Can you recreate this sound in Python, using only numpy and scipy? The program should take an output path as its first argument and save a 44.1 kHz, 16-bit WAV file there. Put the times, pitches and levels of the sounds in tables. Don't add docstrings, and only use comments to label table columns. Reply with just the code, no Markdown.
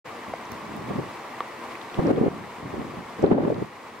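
import sys
import numpy as np
from scipy import signal
from scipy.io import wavfile
from scipy.ndimage import uniform_filter1d

SR = 44100
rng = np.random.default_rng(int(sys.argv[2]) if len(sys.argv) > 2 else 0)


def inscribe(sig):
    pcm = np.round(np.clip(np.atleast_2d(sig).T, -1, 1) * 32767)
    wavfile.write(sys.argv[1], SR, pcm.astype(np.int16))


N = 176400

# (time [s], peak level [dB], pitch [Hz], width to each side [octaves], left over right [dB])
TICKS = [(.453, -42, 5900, .1, 0), (.5185, -35, 5900, .1, -3), (0.518, -31, 13000, 0.16, -7),
         (.765, -37, 13200, .3, -2), (1.753, -26, 2370, 0.17, 2), (1.815, -32, 3270, 0.23, -4),
         (1.899, -34, 3300, 0.18, -4), (1.943, -30.5, 2900, 0.13, -7), (2.069, -34, 5070, 0.16, 0),
         (2.111, -39, 7000, 1.0, 4), (2.16, -34.5, 3380, 0.088, 10), (3.224, -33, 6000, 0.31, 3),
         (3.2625, -24.5, 3170, 0.31, 6), (3.316, -24.5, 2300, 0.34, 9), (3.544, -32, 3400, 0.31, -6)]
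# (time [s], peak level [dB], main pitch [Hz])
KNOCKS = [(0.3367, -17.5, 690), (1.4054, -13, 1150)]
# (pitch [times the main pitch], level [dB], time to fade by 60 dB [s])
BODY_TONES = [(.44, -9, 0.033), (.8, -8, 0.026), (1, 7, 0.019), (1.55, -5, 0.013), (2.7, -27, 0.0078)]

# (time [s], level [dB])
WIND_LEVEL = [(.05, -53.5), (.24, -65), (.29, -38), (.38, -57), (.49, -48), (.525, -38), (.58, -48.5),
              (.76, -35), (.86, -38.5), (.91, -29), (.94, -35), (1.0, -32.5), (1.05, -40), (1.25, -58.5),
              (1.93, -55), (1.97, -36.5), (1.995, -21.5), (2.02, -27), (2.055, -19), (2.12, -20.5),
              (2.155, -23.5), (2.22, -23.5), (2.275, -21.5), (2.295, -33.5), (2.45, -38.5), (2.53, -55),
              (2.66, -30.5), (2.69, -39), (2.74, -29.5), (2.81, -31), (2.92, -40), (2.99, -33), (3.06, -50),
              (3.16, -48), (3.216, -30.5), (3.241, -12), (3.295, -19.5), (3.336, -10), (3.37, -14.5),
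              (3.51, -23.5), (3.545, -27), (3.63, -29), (3.66, -38), (3.72, -50.5), (4.0, -52)]
# (frequency [Hz], relative level [dB])
BREEZE_SPECTRUM = [(25, -37), (60, -16), (110, -2.5), (200, -0.5), (320, -3.5), (550, -12.5), (1000, -15.5),
                   (3000, -55)]
# (frequency [Hz], relative level [dB])
GUST_SPECTRUM = [(25, -37), (60, -27.5), (115, -14), (250, -4.5), (400, -7.5), (600, -15.5), (1060, -27.5),
                 (1500, -31.5), (2400, -44), (4500, -54)]
# (frequency [Hz], likeness [-1 to 1])
WIND_LIKENESS = [(60, 0.85), (130, 0.88), (290, 0.62), (640, 0.28), (1400, -0.36)]
# (time [s], level at the crest [dB], pitch [Hz], width to each side [octaves], length [s])
SWIRLS = [(.912, -25, 235, 0.83, 0.023), (.960, -25.5, 242, 0.48, 0.019), (.991, -23, 215, 0.96, 0.024),
          (1.992, -13.5, 113, 1.74, 0.0085), (2.113, -18, 305, 1, 0.028), (2.180, -16.5, 302, 0.62, 0.017),
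          (2.214, -12, 243, 0.97, 0.014), (2.237, -16.5, 356, 0.78, 0.025), (2.266, -15, 270, 0.75, 0.018),
          (2.282, -13, 300, 0.73, 0.0079), (2.797, -27.5, 218, .7, 0.013), (3.195, -31.5, 237, 0.88, 0.022),
          (3.231, -15.5, 380, 0.48, 0.011), (3.243, -14, 220, 1.2, 0.017), (3.315, -6, 375, .9, 0.01),
          (3.323, -11, 226, 1.13, 0.008), (3.383, -11.5, 360, 0.92, .016),
          (3.452, -15.5, 335, 1.27, 0.0097), (3.479, -12.5, 370, 0.74, 0.017), (3.505, -13, 320, 0.9, .013),
          (3.523, -14, 310, 0.6, .014), (3.584, -22, 261, 0.86, 0.014), (3.625, -16.5, 285, 0.74, 0.016)]

# (frequency [Hz], relative level [dB])
RUSH_SPECTRUM = [(30, -48), (60, -27), (110, -7), (190, -9.5), (238, 4), (280, -8), (325, 7.5), (375, -7.5),
                 (430, 1), (490, 0), (590, -2.5), (780, -.5), (1080, 3.5), (1300, -4), (1550, -8.5),
                 (1850, -4.5), (2200, -7), (2600, -12), (3300, -16), (4500, -19.5), (6300, -24.5),
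                 (8200, -26.5), (10000, -30), (13500, -32.5), (15800, -34.5)]
# (frequency [Hz], likeness [-1 to 1])
RUSH_LIKENESS = [(100, 0.98), (330, 0.92), (700, 0.79), (1050, 0.81), (1550, 0.32), (2050, 0.88),
                 (2700, .66), (3400, 0.19), (4500, .46), (5800, 0.13), (15000, 0)]
# (frequency [Hz], left over right [dB])
RUSH_LEAN = [(130, -2), (300, 1.5), (640, 2), (1200, .3), (3100, 0), (5500, 2.5), (8200, 5), (12000, .8)]

# (time [s], level change [dB])
LEVEL_DROPS = [(2.115, 0), (2.12, -4), (2.17, -2.6), (3.24, -1.2), (3.25, -5.4), (3.33, -6.1), (3.345, -10),
               (3.44, -4.7), (4.0, -3.6)]


def from_db(db):
    return 10 ** (np.asarray(db) / 20)


def rms_one(x):
    return x / np.sqrt(np.mean(x ** 2) + 1e-20)


def at_hz(table, hz):
    freqs, values = np.transpose(table)
    return np.interp(np.log(hz), np.log(freqs), values)


def pan(lean_db):
    return from_db(np.array([[.5], [-.5]]) * lean_db)


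def drift(rate_hz):
    step = 40
    r = np.exp(-2 * np.pi * rate_hz * step / SR)
    slow = signal.lfilter([1], [1, -2 * r, r * r], rng.standard_normal(N // step + 2002))[2000:]
    return np.interp(np.arange(N) / step, np.arange(len(slow)), rms_one(slow))


def band(x, low_hz, high_hz, order=2):
    sos = signal.butter(order, [low_hz, min(high_hz, .45 * SR)], "band", fs=SR, output="sos")
    return signal.sosfilt(sos, x)


def around(x, hz, octaves, order=2):
    reach = 2 ** octaves
    return band(x, hz / reach, hz * reach, order)


def ring(clicks, hz, fade_s):
    r = np.exp(-np.log(1000) / (fade_s * SR))
    angle = 2 * np.pi * hz / SR
    return signal.lfilter([0, np.sin(angle)], [1, -2 * r * np.cos(angle), r * r], clicks + 1e-18)


def add(out, time_s, peak_db, sound):
    start = int(time_s * SR)
    scaled = from_db(peak_db) * sound / np.abs(sound).max()
    out[:, start:start + sound.shape[-1]] += scaled[..., :N - start]


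def noise_bands(edges_hz, likeness):
    white = rng.standard_normal((2, 2, N))
    for k, (low, high) in enumerate(zip(edges_hz, edges_hz[1:])):
        shared, side = band(white[k % 2], low, high, order=3)
        hz = np.sqrt(low * high)
        alike = at_hz(likeness, hz)
        yield hz, np.sqrt(1 + alike) * shared + np.sqrt(1 - alike) * np.array([side, -side])


def knocks_and_ticks(fade_s=.007, snap_db=-14.5, snap_pitch_ratio=2.2):
    out = np.zeros((2, N))
    click = signal.unit_impulse(SR // 10)
    fade = np.exp(-np.log(1000) * np.arange(len(click)) / SR / fade_s)
    for time_s, db, hz in KNOCKS:
        body = sum(from_db(tone_db) * ring(click, hz * ratio, ring_s)
                   for ratio, tone_db, ring_s in BODY_TONES)
        add(out, time_s, db, band(body, 420, 2300, order=3))
        burst = rng.standard_normal(len(click)) * fade
        add(out, time_s, db + snap_db, around(burst, hz * snap_pitch_ratio, octaves=.63, order=3))
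    for time_s, db, hz, octaves, lean_db in TICKS:
        burst = rng.standard_normal((2, len(click))) * fade
        add(out, time_s, db, pan(lean_db) * around(burst, hz, octaves))
    return out


def wind(breeze_db=-29.5, gust_db=-22, lumpy_db=2.5, smooth_s=.0294, trim_db=-.26):
    level_db = np.interp(np.arange(N) / SR, *np.transpose(WIND_LEVEL))
    force = np.clip((level_db - breeze_db) / (gust_db - breeze_db), 0, 1)
    rumble = np.zeros((2, N))
    for hz, noise in noise_bands(np.geomspace(20, 4500, 17), WIND_LIKENESS):
        band_db = force * at_hz(GUST_SPECTRUM, hz) + (1 - force) * at_hz(BREEZE_SPECTRUM, hz)
        rumble += noise * from_db(band_db)
    rumble *= from_db(lumpy_db * drift(rate_hz=45))
    power = uniform_filter1d(np.mean(rumble ** 2, axis=0), int(smooth_s * SR))
    return rumble / np.sqrt(power + 1e-18) * from_db(level_db + trim_db)


def swirls(side_gain=.78):
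    out = np.zeros((2, N))
    t = np.arange(SR // 5) / SR
    for time_s, db, hz, octaves, length_s in SWIRLS:
        swell = np.cos(np.pi * np.clip((t - t.mean()) / length_s, -.5, .5))
        noises = around(rng.standard_normal((2, len(t))), hz, octaves, order=3)
        shared, side = (rms_one(swell * noise) for noise in noises)
        puff = rms_one(shared + side_gain * np.array([side, -side]))
        puff *= np.sqrt(length_s / t[-1] / 2)
        start = int((time_s - t.mean()) * SR)
        out[:, start:start + len(t)] += from_db(db) * puff[:, :N - start]
    return out


def geyser_splashes(drops_per_s=160, level_db=-53.5, spread_db=3.0, ring_cycles=9.4):
    pitches = np.geomspace(800, 4200, 16)
    sizes = from_db(spread_db * np.minimum(rng.exponential(1, N), 4))
    signs = rng.choice([-1, 1], N)
    drops = sizes * signs * (rng.random(N) < drops_per_s / SR)
    which_pitch = rng.integers(0, len(pitches), N)
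    patter = sum(ring(drops * (which_pitch == k), hz, ring_cycles / hz) / np.sqrt(hz)
                 for k, hz in enumerate(pitches))
    return from_db(level_db) * rms_one(patter)


def geyser_rush(level_db=-38, surge_db=.58, flicker_db=.73, left_lag_s=2.4e-5):
    edges_hz = np.r_[25, 50, 80, 115, np.geomspace(165, 17000, 36)]
    surge = surge_db * drift(rate_hz=13)
    rush = np.zeros((2, N))
    for hz, noise in noise_bands(edges_hz, RUSH_LIKENESS):
        flicker = flicker_db * drift(rate_hz=33)
        rush += noise * pan(at_hz(RUSH_LEAN, hz)) * from_db(at_hz(RUSH_SPECTRUM, hz) + surge + flicker)
    t = np.arange(N) / SR
    rush[0] = np.interp(t - left_lag_s, t, rush[0])
    return from_db(level_db) * rms_one(rush)


def scene():
    return geyser_rush() + geyser_splashes() + wind() + swirls() + knocks_and_ticks()


def record(dry, start_s=.044, fade_in_s=.018, cutoff_hz=15850):
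    t = np.arange(N) / SR
    fade_in = np.clip((t - start_s) / fade_in_s, 0, 1)
    gain = from_db(np.interp(t, *np.transpose(LEVEL_DROPS)))
    treble_cut = signal.ellip(12, .1, 80, cutoff_hz, fs=SR, output="sos")
    return signal.sosfilt(treble_cut, dry * gain * fade_in)


dry = scene()
out = record(dry)
inscribe(out)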